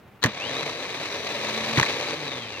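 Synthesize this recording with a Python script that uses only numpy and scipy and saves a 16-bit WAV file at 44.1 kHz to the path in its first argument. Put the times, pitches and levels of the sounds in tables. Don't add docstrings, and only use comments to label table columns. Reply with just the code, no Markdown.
import sys
import numpy as np
from scipy import signal
from scipy.fft import rfft, irfft
from scipy.io import wavfile
from scipy.ndimage import uniform_filter1d

SR = 44100
rng = np.random.default_rng(int(sys.argv[2]) if len(sys.argv) > 2 else 0)


def log_audio(samples):
    frames = np.atleast_2d(samples).T
    limited = np.clip(frames, -1, 1)
    pcm = np.round(limited * 32767).astype(np.int16)
    wavfile.write(sys.argv[1], SR, pcm)


def elevation(decibels):
    levels = np.asarray(decibels, float)
    return 10 ** (levels / 20)


N = 114660
BARS = 28
EDGE_HZ = 15950

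# frequency in Hz, shared share 0-1.
ALIKE = [(60, .995), (300, .98), (600, .82), (1400, .88), (2800, .8), (5000, .55), (9000, .5), (15000, .6)]


def evened(x):
    return x / np.sqrt(np.mean(x ** 2) + 1e-20)


def read(points, hz):
    f, value = np.transpose(points)
    return np.interp(np.log(hz + 1), np.log(f + 1), value)


def add(mix, start_s, sound):
    part = mix[round(start_s * SR):][:len(sound)]
    part += sound[:len(part)]


def wander(seconds):
    width = max(int(seconds * SR), 2)
    smooth = uniform_filter1d(rng.standard_normal(N), width)
    return evened(uniform_filter1d(smooth, width))


def coloured(x, db, size=2048):
    log = np.log(elevation(np.r_[db, db[-2:0:-1]]))
    taps = np.fft.ifft(np.exp(np.conj(signal.hilbert(log)))).real
    return signal.oaconvolve(x, taps)[:len(x)]


def ring(hz, t60, t):
    return elevation(-60 * t / t60) * np.sin(2 * np.pi * hz * t)


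def yard():
    # frequency in Hz, level in dB.
    wash_db = [(30, -12), (70, -5), (150, -5.5), (600, -12.5), (2500, -21), (5000, -35.5), (9000, -42.5),
               (16000, -36)]
    level_db = -51.5
    hz = np.fft.rfftfreq(N, 1 / SR)
    a, b = rfft(rng.standard_normal((2, N)) * elevation(0.79 * wander(0.0097)))
    same = np.clip(read(ALIKE, hz) - .1, 0, 1)
    pair = np.array([a, same * a + np.sqrt(1 - same ** 2) * b])
    return elevation(level_db) * evened(irfft(pair * elevation(read(wash_db, hz)), N))


def bench_thuds():
    # start in seconds, peak in dB, mode in Hz, t60 in seconds, push +1 or pull -1.
    thuds = [(.052, -44, 130, .05, 1), (.2475, -18, 118, .09, 1), (.2532, -7, 260, .012, -1),
             (.2745, -25, 210, .1, 1), (.2605, -19, 260, .04, -1), (.2425, -22, 480, .03, 1),
             (.268, -24, 600, .04, 1), (1.7785, -11, 135, .075, 1), (1.7745, -17, 300, .03, -1),
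             (1.8105, -15, 125, .025, 1), (1.7855, -18, 600, .03, 1)]
    out, t = np.zeros(N), np.arange(6000) / SR
    for s, db, f, t60, sign in thuds:
        add(out, s, sign * elevation(db) * np.minimum(t / .0006, 1) * ring(f, t60, t))
    return out


def metal_snaps():
    # start in seconds, peak in dB.
    snaps = [
        (.2387, -12),
        (.2445, -21),
        (.2612, -24),
        (.2668, -33),
        (1.7725, -30),
        (1.7983, -19),
        (1.8012, -27),
        (1.8525, -32),
    ]
    # frequency in Hz, level in dB.
    snap_db = [(300, -16), (2000, 0), (6000, -7), (8500, 3.5), (11500, -1), (16000, -6)]
    t60_s = .004
    out, t, hz = np.zeros(N), np.arange(600) / SR, np.fft.rfftfreq(2048, 1 / SR)
    for s, db in snaps:
        grit = rng.standard_normal(len(t))
        grit[0] = 3
        snap = coloured(grit * elevation(-60 * t / t60_s), read(snap_db, hz))
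        add(out, s, elevation(db) * snap / abs(snap).max())
    return out


def solenoid_knocks():
    # start in seconds, peak in dB, main ring in Hz, ring t60 in seconds,
    # crack and casing in dB re the ring.
    knocks = [(.2168, -42, 3840, .01, -6), (.223, -34, 1800, .008, 0), (.2277, -22, 3900, .015, -8),
              (.2289, -14, 3950, .016, -10), (.231, -20, 1330, .01, -5), (.2386, -4, 1980, .011, -7),
              (.2432, -6, 1850, .014, -11), (.2475, -17, 1150, .015, -6), (.2505, -20, 2200, .012, -4),
              (.2597, -17, 1800, .012, -2), (.2665, -24, 1150, .02, -4), (.272, -25, 1900, .015, -8),
              (1.4481, -17, 2160, .0069, -30), (1.773, -8, 2000, .014, -12), (1.7768, -15, 2300, .01, -6),
              (1.7805, -15, 3900, .014, -6), (1.785, -14, 2300, .025, -6), (1.7885, -11, 1000, .014, -11),
              (1.798, -1.5, 2100, .009, -13), (1.8, -11, 950, .018, -10), (1.8115, -16, 2310, .025, -4),
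              (1.8265, -18, 3900, .02, -6), (1.8297, -5, 1900, .013, -18), (1.8335, -18, 1100, .02, -8),
              (1.852, -21.5, 3840, .015, -6), (1.87, -22, 2170, .03, -14)]
    # frequency in Hz, level in dB, t60 in seconds.
    steel = [(1040, -10, .03), (1740, -10, .04), (2300, -10, .03), (3130, -10, .025), (3500, -10, .025),
             (4050, -13, .025), (6110, -12, .025), (9000, -26, .01)]
    # frequency in Hz, level in dB.
    crack_curve = [(100, 5.5), (800, 11), (2800, 5.5), (4000, 2.5), (6200, -2), (8000, -10.5),
                   (10000, -22.5), (16000, -14)]
    out, t, hz = np.zeros(N), np.arange(6000) / SR, np.fft.rfftfreq(2048, 1 / SR)
    crack_decay = elevation(-60 * t / 0.013) + elevation(-18.0 - 60 * t / 0.073)
    luck = rng.standard_normal((len(knocks), len(steel)))
    for (s, db, main_hz, t60, crack_db), odds in zip(knocks, luck):
        crack = evened(coloured(rng.standard_normal(len(t)), read(crack_curve, hz))) * crack_decay
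        casing = sum(elevation(d + 3.0 * o) * ring(f * (1 + .02 * o), w, t) for (f, d, w), o in zip(steel, odds))
        main = ring(main_hz, t60, t) + 0.11 * ring(main_hz * 0.92, t60, t)
        main = np.minimum(t / 0.00068, 1) * main
        add(out, s, elevation(db) * (main + elevation(crack_db) * np.minimum(t / .0003, 1) * (crack + casing)))
    return out


def armature_spin():
    # time in seconds, commutator whine in Hz.
    speed = [(.24, 300), (.30, 1250), (.37, 2140), (.42, 2680), (.46, 3040), (.52, 3490), (.58, 3870),
             (.66, 4275), (.78, 4780), (.9, 5175), (1.05, 5505), (1.2, 5805), (1.5, 6160), (1.79, 6345),
             (1.9, 5670), (2.1, 4674), (2.3, 3785), (2.45, 3140), (2.6, 2550)]
    whine_hz = uniform_filter1d(np.interp(np.arange(N) / SR, *np.transpose(speed)), size=2000)
    return whine_hz, np.cumsum(whine_hz) / SR / BARS


def brush_rattle(whine_hz, turns):
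    # time in seconds, level in dB.
    effort = [(.25, -32), (.32, -38.5), (.4, -33), (.5, -30.5), (.62, -28.5), (.76, -32.5), (1.0, -31.5),
              (1.3, -30.5), (1.45, -28), (1.75, -27), (1.9, -27), (2.1, -30), (2.2, -31.5), (2.4, -34.5),
              (2.6, -36)]
    # frequency in Hz, level in dB.
    slow = [(24, -71), (40, -15), (130, -10.5), (194, -3), (269, -3.5), (312, -5.5), (1440, -8.5),
            (3830, -12), (16000, -50.5)]
    # frequency in Hz, level in dB.
    fast = [(24, -83), (40, -26), (137, -2), (185, -11), (215, -5.5), (585, -6.5), (646, -7), (3930, -11),
            (16000, -46.5)]
    # frequency in Hz, width in Hz, lift in dB.
    housing = [(454, 51, 6.5), (578.5, 118, 7.5), (944, 83, 3), (1124, 25, 6.5), (1750, 36, 2.5),
               (2072, 18, 5), (2310, 770, 5.5), (2480, 200, 2), (3900, 300, 6), (4600, 33, 6),
               (6145, 530, 7.5)]
    # frequency in Hz, width in Hz, lift in dB.
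    dips = [(207.7, 18.8, -27), (629, 17, -9), (1435, 162, -5.5), (3260, 100, -2.5), (9000, 13000, -0.5),
            (14900, 2200, 10.5)]
    t, hz = np.arange(N) / SR, np.fft.rfftfreq(2048, 1 / SR)

    tick_size = elevation(0.87 * np.minimum(rng.exponential(1, N), 5))
    tick_now = rng.random(N) < 2000 / SR
    ticks = tick_size * tick_now * rng.choice([-1, 1], (2, N))
    scores = np.diff(rng.standard_normal((2, 241)))
    angle = np.linspace(0, 1, scores.shape[1])
    lap = np.array([np.interp(turns % 1, angle, row) for row in scores])
    throb_db = 2.0 * np.cos(2 * np.pi * turns + .6 * wander(.02)) + 1.5 * wander(.004) + .7 * wander(.012)
    drive = elevation(throb_db) * (rng.standard_normal((2, N)) + .5 * evened(ticks) + .5 * lap)

    body_db = sum(db / (1 + (2 * (hz - f) / w) ** 2) for f, w, db in housing + dips)
    slow_hum = evened(np.array([coloured(row, read(slow, hz) + body_db) for row in drive]))
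    fast_hum = evened(np.array([coloured(row, read(fast, hz) + body_db) for row in drive]))
    share = np.clip((whine_hz - 3500) / 2600, 0, 1)
    hum = (1 - share) * slow_hum + share * fast_hum
    return hum * elevation(np.interp(t, *np.transpose(effort))) * np.clip((t - .236) / 0.0034, 0, 1)


def commutator_whine(whine_hz, turns):
    # time in seconds, level in dB.
    whine_curve = [(.345, -56), (.385, -42), (.428, -33), (.475, -39), (.52, -54), (.57, -35), (.645, -54),
                   (.85, -70), (1.15, -52), (1.27, -55), (1.36, -72), (1.83, -70), (1.9, -54), (2.0, -57),
                   (2.13, -49), (2.195, -66), (2.27, -45), (2.44, -46), (2.49, -56), (2.55, -39),
                   (2.6, -52)]
    # frequency in Hz, level in dB.
    shaft_curve = [(60, -75), (95, -53), (122, -47), (150, -48), (175, -58), (203, -62), (214, -49),
                   (225, -40), (290, -42), (450, -42)]
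    # frequency in Hz, level in dB.
    overtone = [(5000, -86), (6500, -81), (8200, -77), (9500, -86), (11000, -86), (12300, -80),
                (14000, -83), (16000, -90)]
    t, turn_hz, phase = np.arange(N) / SR, whine_hz / BARS, 2 * np.pi * turns

    whine = np.sin(BARS * phase + 0.23 * wander(0.012))
    whine += elevation(-11) * np.sin((BARS - 1) * phase) + elevation(-15) * np.sin((BARS + 1) * phase)
    tone = whine * elevation(np.interp(t, *np.transpose(whine_curve)) + 1.2 * wander(0.015))
    for k, db in ((1, 0), (2, -9)):
        tone += elevation(read(shaft_curve, k * turn_hz) + db + 1.6 * wander(.025)) * np.sin(k * phase)
    for k in (2 * BARS - 2, 2 * BARS - 1, 2 * BARS, 3 * BARS):
        level = elevation(read(overtone, k * turn_hz) + 4.0 * wander(.03))
        tone += level * (k * turn_hz < EDGE_HZ) * np.sin(k * phase)
    return np.sqrt(2) * (t > .28) * tone


def ports(x, scattered):
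    # frequency in Hz, left minus right in dB.
    lean_curve = [(60, 0), (200, -2), (700, 1.5), (2300, -2.5), (3200, 7), (4400, 12), (8100, 7.5),
                  (15000, 3)]
    # frequency in Hz, right lag in radians.
    lag_curve = [(60, .1), (860, .2), (1400, .5), (2500, 1.5), (2950, 2.2), (4050, 1.3), (5600, 3.0),
                 (16000, 9)]
    hz = np.fft.rfftfreq(N, 1 / SR)
    same, lean_db, z = np.clip(read(ALIKE, hz), 0, 1), read(lean_curve, hz), rfft(x)
    right = same * z * np.exp(-1j * read(lag_curve, hz)) + np.sqrt(1 - same ** 2) * rfft(scattered)
    return np.array([irfft(z * elevation(lean_db / 2), N), irfft(right * elevation(-lean_db / 2), N)])


def scene():
    hits = bench_thuds() + metal_snaps() + solenoid_knocks()
    whine_hz, turns = armature_spin()
    motor = brush_rattle(whine_hz, turns) + commutator_whine(whine_hz, turns)
    late_hits = np.roll(hits, round(.0007 * SR))
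    return yard() + ports(motor[0] + hits, motor[1] + late_hits)


def top_cut(x):
    return signal.sosfilt(signal.butter(12, 16830, fs=SR, output="sos"), x)


def record(dry):
    thin = signal.sosfilt(signal.butter(2, 75, "high", fs=SR, output="sos"), dry)
    edge = signal.firwin(301, EDGE_HZ, window=("kaiser", 8), fs=SR)
    return top_cut(signal.oaconvolve(thin, edge[None], "same"))


dry = scene()
out = record(dry)
log_audio(out)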